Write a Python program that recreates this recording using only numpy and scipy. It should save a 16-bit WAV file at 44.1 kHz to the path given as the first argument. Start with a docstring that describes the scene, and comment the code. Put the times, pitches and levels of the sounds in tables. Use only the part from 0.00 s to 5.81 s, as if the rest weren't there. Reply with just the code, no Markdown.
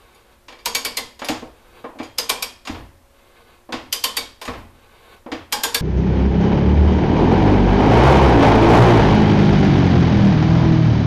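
"""Small workshop: a ratcheting hand threader works a steel pipe held in a bench vice.
On each back swing the pawl snaps over three or four teeth. At each turn of the stroke the loose head
clanks and the bench thuds. On the down stroke the dies scrape softly in the steel.
Faint rumble, hiss and machine hum lie underneath."""
import sys
import numpy as np
from scipy import signal
from scipy.fft import rfft, irfft
from scipy.io import wavfile
from scipy.ndimage import uniform_filter1d

SR = 44100
rng = np.random.default_rng(int(sys.argv[2]) if len(sys.argv) > 2 else 0)


def transcribe(signal):
    """Save signal, clipped to [-1, 1], as a 16-bit WAV file at the path in sys.argv[1]."""
    frames = np.atleast_2d(signal).T
    limited = np.clip(frames, -1, 1)
    pcm = np.round(limited * 32767).astype(np.int16)
    wavfile.write(sys.argv[1], SR, pcm)


N = 256220
BLOW_N = 24576
AGE_S = np.arange(BLOW_N) / SR
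OCTAVES_HZ = 30 * 2. ** np.arange(10)

# modes of head and handle: f/Hz, level/dB, t60/s
STEEL_MODES = [(466, 3.5, 0.22), (511, -3, 0.19), (1044, -6.5, 0.3), (1095, -1.5, 0.22), (1500, -22, 0.28),
               (1794, -14.5, 0.44), (2097, -26, 0.11), (2294, -1, 0.15), (2460, -44, 0.084),
               (2910, -20, 0.52), (3180, -16, 0.35), (3237, -10.5, 0.46), (3370, -32, 0.45),
               (3660, -16, 0.2), (3580, -7.5, 0.3), (4130, -38, 0.1), (4150, -13, 0.33),
               (4460, -13.5, 0.26), (4730, -12, 0.36), (4670, -21, 0.51), (5250, -14, 0.47),
               (5480, -14, 0.25), (6770, -24, 0.17), (8600, -6, 0.18), (11450, -12.5, 0.23)]
# contacts of loose head and pipe: t/s, level/dB, contact/ms, leading f/Hz
CLANKS = [(0.146, -59.5, .04, 565), (0.482, -37.5, 0.21, 1003), (0.523, -39, 0.28, 444),
          (0.588, -48, 0.21, 4640), (1.192, -39, 0.068, 480), (1.217, -24.5, 0.44, 657),
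          (1.245, -31.5, 0.03, 5000), (1.285, -20.5, .07, 737), (1.423, -29, 1.17, 510),
          (1.841, -25.5, 0.85, 953), (1.955, -36, 1.9, 510), (1.987, -37.5, 0.23, 537),
          (1.998, -28.5, 0.56, 575), (2.03, -39.5, 0.11, 6800), (2.651, -39.5, 0.13, 1060),
          (2.672, -27, 0.16, 475), (3.69, -29.5, 1.2, 513), (3.723, -22.5, 0.21, 4780),
          (4.414, -32, 0.025, 1046), (4.452, -33.5, 0.073, 496), (4.477, -24.5, 0.4, 1087),
          (5.261, -29, 1.06, 517), (5.317, -24, 0.29, 4820)]
# clank base spectrum, tone of the hardest clank, stirred resonances: f/Hz, level/dB
CLANK_SPECTRUM = [(60, -18.5), (160, -16.5), (280, -3), (600, 6), (1000, 7.5), (1450, 2.5), (2500, 4),
                  (4800, -0.5), (7000, -4.5), (10000, -13.5), (14000, -6.5)]
CLANK_TONE = [(800, -1.5), (2600, 4.5), (5400, 1.5), (10000, 0.5)]
CLANK_PEAKS = [(470, 5.5), (1045, 0), (2380, -3), (4850, 1.5), (6770, 1.5), (11200, 6)]


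def undb(db):
    """Decibels to gain."""
    return 10 ** (np.asarray(db) / 20)


def lookup(points, hz):
    """Interpolate a (f/Hz, value) table over log frequency."""
    f, values = np.transpose(points)
    return np.interp(np.log(np.maximum(hz, 1)), np.log(f), values)


def decay(t60_s):
    """Exponential fall, 60 dB in t60_s."""
    return np.exp(-np.log(1000) * AGE_S / max(t60_s, 1e-3))


def add(track, t_s, sound):
    """Mix sound into track at t_s."""
    i = max(int(t_s * SR), 0)
    track[i:i + len(sound)] += sound[:max(N - i, 0)]


def shape(x, spectrum):
    """Filter x by a (f/Hz, level/dB) table; rms 1."""
    gain = undb(lookup(spectrum, np.fft.rfftfreq(len(x), 1 / SR)))
    y = irfft(rfft(x) * gain, len(x))
    return y / y.std()


def wander(rate_hz):
    """Smooth random drift, unit spread."""
    hold = int(SR / rate_hz)
    steps = np.repeat(rng.standard_normal(N // hold + 1), hold)
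    drift = uniform_filter1d(uniform_filter1d(steps, hold), hold)[:N]
    return drift / drift.std()


def stirred(peaks, scatter_db=3):
    """Each blow excites the resonances a little differently."""
    return [(hz, db + scatter_db * rng.standard_normal()) for hz, db in peaks]


def softened(tone, contact_ms):
    """Long contacts are dull: -12 dB/octave above 1 / contact time."""
    cycles = OCTAVES_HZ * contact_ms / 1000
    return np.c_[OCTAVES_HZ, lookup(tone, OCTAVES_HZ) - 10 * np.log10(1 + cycles ** 4)]


def impact(spectrum, tone, peaks, t60_s, rise_cycles, room_db):
    """Dense short modes of one blow plus room wash; low bands build up more slowly."""
    room_t60 = [(100, 0.83), (400, 0.36), (1500, 0.4252), (3500, 0.4028), (7000, 0.3769), (13000, 0.06)]  # reverberation time: f/Hz, t60/s
    room_wet = [(100, 1), (400, -2.5), (1000, -5), (3000, -11.5), (7000, -5), (13000, -11)]  # reverberation against the blow: f/Hz, level/dB
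    f = np.fft.rfftfreq(BLOW_N, 1 / SR)
    # modes bunch unevenly: a random ripple, fine-grained low down and coarser towards the treble
    knots_hz = np.arange(300) ** 2 / 4
    ripple_db = np.interp(f, knots_hz, rng.standard_normal(len(knots_hz))) * np.minimum(f / 900, 1)
    db = lookup(tone, f) + ripple_db
    for hz, peak_db in peaks:
        db += peak_db / (1 + ((f - hz) / 70) ** 2)
    bins = rfft(shape(rng.standard_normal(BLOW_N), spectrum)) * undb(db)
    out = np.zeros(BLOW_N)
    for hz, share in zip(OCTAVES_HZ, np.eye(len(OCTAVES_HZ))):
        band = irfft(bins * lookup(np.c_[OCTAVES_HZ, share], f))
        rise = 1 - np.exp(-(AGE_S / min(rise_cycles / hz, .012)) ** 2)
        room = undb(lookup(room_wet, hz) + room_db) * decay(lookup(room_t60, hz))
        out += band * rise * np.hypot(decay(t60_s), room)
    return out


def ring(modes, scatter_db, detune, rise_cycles):
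    """Decaying modes; level, pitch and phase vary per blow."""
    out = np.zeros(BLOW_N)
    for hz, db, t60_s in modes:
        size, shift, phase = rng.standard_normal(3)
        wave = np.sin(2 * np.pi * (hz * (1 + detune * shift) * AGE_S + phase))
        rise = 1 - np.exp(-AGE_S * hz / rise_cycles)
        out += undb(db + scatter_db * size) * wave * decay(t60_s) * rise
    return out


def steel_ring(tone, peaks, pair_db, pair_t60_s):
    """The threader's own modes plus beating pairs set by where the parts touch."""
    modes = list(STEEL_MODES)
    for hz, peak_db in peaks:
        db = .5 * peak_db + pair_db - .5 - hz / 2800  # high modes lose more to friction
        modes += [(hz + split_hz, db, pair_t60_s) for split_hz in (-13, 13)]
    modes = [(hz, db + lookup(tone, hz), t60_s) for hz, db, t60_s in modes]
    return ring(modes, scatter_db=2.5, detune=0.0021, rise_cycles=10.7)


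def shop():
    """Steady rumble and hiss, wavering machine hum."""
    hum_lines = [(355, -66), (554.5, -65.5)]  # f/Hz, rms level/dB
    noise_spectrum = [(20, 1), (40, 0.5), (58, 0), (110, -6), (170, -23.5), (230, -7.5), (320, -19),
                      (420, -15.5), (700, -14), (1000, -15), (1600, -20), (3600, -25.5), (5700, -28.5),
                      (14000, -30)]  # f/Hz, level/dB
    t = np.arange(N) / SR
    hum = np.zeros(N)
    for hz, db in hum_lines:
        amplitude = np.sqrt(2) * undb(db + 2 * wander(3.52))
        hum += amplitude * np.sin(2 * np.pi * hz * t + wander(3.8))
    return hum + shape(rng.standard_normal(N), noise_spectrum) * undb(-54 + .5 * wander(5.47))


def push(bite_db_per_s=240, release_db_per_s=232):
    """Force on the dies per down stroke: bite, build or ease, release."""
    strokes = [(0, 0.337, -58, -6), (1.574, 1.804, -50, 40), (3.16, 3.57, -54, 11.5),
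               (4.75, 5.15, -49.5, 20.5)]  # start/s, end/s, end level/dB, growth/(dB/s)
    t, force = np.arange(N) / SR, np.zeros(N)
    for start_s, end_s, db, growth in strokes:
        edges_db = bite_db_per_s * np.maximum(start_s - t, 0) + release_db_per_s * np.maximum(t - end_s, 0)
        force += undb(db + growth * (np.clip(t, start_s, end_s) - end_s) - edges_db)
    return force


def dies():
    """Tiny chips tear from the pipe: a dense, uneven scrape that rings the steel."""
    scrape_spectrum = [(200, -3), (350, 1.5), (700, 0.5), (1030, 1.5), (1500, -2), (1900, -10.5),
                       (2300, -4.5), (3300, -7.5), (4300, -12), (5200, -23.5), (14000, -21.5)]  # f/Hz, level/dB
    chips = rng.standard_normal(N) * undb(0.47 * rng.exponential(size=N))
    damped_modes = [(hz, 0, .05) for hz, _, _ in STEEL_MODES]  # engaged dies damp the head
    head = ring(damped_modes, scatter_db=1.0, detune=0.0082, rise_cycles=1)
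    ringing = signal.fftconvolve(chips, head / np.linalg.norm(head))[:N]
    scrape = shape(chips + undb(-7.5) * ringing, scrape_spectrum)
    return scrape * push() * undb(1.3 * wander(60) + 2.5)


def bench(settle_s=0.086, settle_db=-5.5, rattle_lag_s=0.05):
    """The vice loads the wooden bench: it thuds, rocks, settles back once and rattles the head."""
    turns = [(1.295, -22, -42.5), (1.999, -32, -54), (2.695, -31.5, -38.5), (3.734, -30.5, -46),
             (4.484, -35.5, -38), (5.322, -28, -47.5)]  # ends of the handle's swing: t/s, thud/dB, rocking/dB
    bench_modes = [(118.6, -17, 0.38), (236.5, 1, 0.15), (258.1, 6, 0.14), (295.4, -1.5, 0.24),
                   (326, 1, 0.27), (481, -6, 0.23), (626, -3, 0.14), (760, -4.5, 0.21), (839, -10.5, 0.35)]  # bench and vice: f/Hz, level/dB, t60/s
    rock_spectrum = [(20, 0), (42, -4.5), (57, 9), (70, -21), (83, 11), (102, -3), (123, 2.5), (165, -15),
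                     (240, 1), (500, -17.5), (1000, -16), (3000, -39)]  # f/Hz, level/dB
    out = np.zeros(N)
    # brief contacts pass less to the bench
    knocks = [(t_s, db - 9.5 + 10 * np.log10(contact_ms)) for t_s, db, contact_ms, _ in CLANKS]
    thuds = [(t_s, db) for t_s, db, _ in turns]
    for t_s, db in knocks + thuds:
        add(out, t_s, undb(db) * ring(bench_modes, scatter_db=1.0, detune=0.013, rise_cycles=0.41))
    rattle_tone = softened(CLANK_TONE, contact_ms=.38)
    for t_s, _, db in turns:
        for lag_s, loss_db in ((0, 0), (settle_s, settle_db)):
            rocking = shape(rng.standard_normal(BLOW_N), rock_spectrum) * (decay(0.59) - decay(0.028))
            add(out, t_s + lag_s, undb(db + loss_db + 7.5) * rocking)
        rattle = impact(CLANK_SPECTRUM, rattle_tone, CLANK_PEAKS, t60_s=0.075, rise_cycles=3.1, room_db=8)
        add(out, t_s + rattle_lag_s, undb(db + 3.5) * rattle)
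    return out


def clanks(lead_db=4.5):
    """The loose head takes up its slack: contacts from light, bright clinks to dull knocks."""
    out = np.zeros(N)
    for t_s, db, contact_ms, lead_hz in CLANKS:
        tone = softened(CLANK_TONE, contact_ms)
        peaks = [(lead_hz, lead_db)] + stirred(CLANK_PEAKS)
        clank = impact(CLANK_SPECTRUM, tone, peaks, t60_s=0.11, rise_cycles=1.8, room_db=2.84)
        clink = steel_ring(tone, peaks, pair_db=-4.5, pair_t60_s=0.2)
        clink_db = -22 - 0.4 * db  # a light touch leaves the steel freer to ring
        add(out, t_s, undb(db) * (clank + undb(clink_db) * clink))
    return out


def pawl(pivot_hz=2980, lead_db=(12.5, 10, 8), tick_ahead_s=0.0045):
    """The sprung pawl ticks off a tooth, slams into the next gap and rebounds once."""
    # one row a tooth: t/s, level/dB, tilt/(dB/octave), rebound/dB, 3 x leading f/Hz
    snaps = [(0.656, -18, -0.14, -2.5, 6610, 4686, 972), (0.748, -16.5, 0.4, 1, 6670, 2280, 4570),
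             (0.848, -19, -0.58, -1, 4610, 2245, 4920), (0.969, -20, 0, 0, 2056, 4904, 4190),
             (2.182, -18.5, 0.34, 0.5, 4880, 5080, 6270), (2.293, -16, 0.075, 5.5, 2370, 1060, 782),
             (2.423, -21.5, 0.65, 1.5, 2462, 4750, 5500), (3.925, -19, 2.35, -1.5, 4870, 3110, 6070),
             (4.038, -16, 0.88, -1, 3057, 4613, 1062), (4.167, -18.5, -0.044, -0.5, 4620, 3779, 2248),
             (5.523, -16, 0.048, -0.5, 842, 4890, 1610), (5.634, -15, 0.45, -3.5, 1603, 905, 6850),
             (5.744, -15.5, 0.59, 1.5, 4560, 3550, 1640)]
    # snap base spectrum, tone, head resonances: f/Hz, level/dB
    spectrum = [(80, -7.5), (160, -17), (250, 1.5), (350, -4.5), (470, 5.5), (680, 0.5), (1000, 5.5),
                (1350, -0.5), (2300, 0), (3300, 1.5), (4800, -2), (6500, -6), (10000, -9), (11300, -6.5),
                (14000, -9)]
    snap_tone = [(800, -3), (2600, -0.5), (5400, 1.5), (10000, 1)]
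    head_peaks = [(470, 0.5), (1065, -1.5), (2330, 1), (3240, 2), (4620, 0.5), (4870, -1), (6250, -7.5),
                  (6770, 1.5), (11200, 1.5), (12600, 6)]
    out = np.zeros(N)
    for t_s, db, tilt, rebound_db, *lead_hz in snaps:
        tone = [(hz, level + tilt * np.log2(hz / pivot_hz)) for hz, level in snap_tone]
        # the head turns with every tooth, so other resonances lead each time
        lead = list(zip(lead_hz, lead_db))
        peaks = lead + [(hz, lift_db) for hz, lift_db in stirred(head_peaks)
                        if min(abs(hz - f) for f in lead_hz) > 100]
        snap = impact(spectrum, tone, peaks, t60_s=0.093, rise_cycles=7.3, room_db=-2.5)
        clink = steel_ring(tone, lead, pair_db=-7, pair_t60_s=0.22)
        rebound = impact(spectrum, tone, peaks, t60_s=0.02, rise_cycles=0.88, room_db=-22)
        tick_tone = softened(tone, contact_ms=0.164)
        tick = impact(spectrum, tick_tone, peaks, t60_s=0.066, rise_cycles=0.5, room_db=-15.5)
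        flight_s = 0.0036 * undb(rebound_db)  # a stronger rebound flies longer
        add(out, t_s - tick_ahead_s, undb(db - 18) * tick)
        add(out, t_s, undb(db + 3) * (snap + undb(-12.5) * clink))
        add(out, t_s + flight_s, undb(db + rebound_db + 4) * rebound)
    return out


def scene():
    """Mono sum of all sources."""
    return (pawl() + clanks() + bench() + dies() + shop())[None]


def record(dry):
    """Soft clip, then low-pass."""
    ceiling, top_hz = 0.8, 14350
    lowpass = signal.ellip(10, .2, 70, top_hz, fs=SR, output="sos")
    return signal.sosfilt(lowpass, ceiling * np.tanh(dry / ceiling))


dry = scene()
out = record(dry)
transcribe(out)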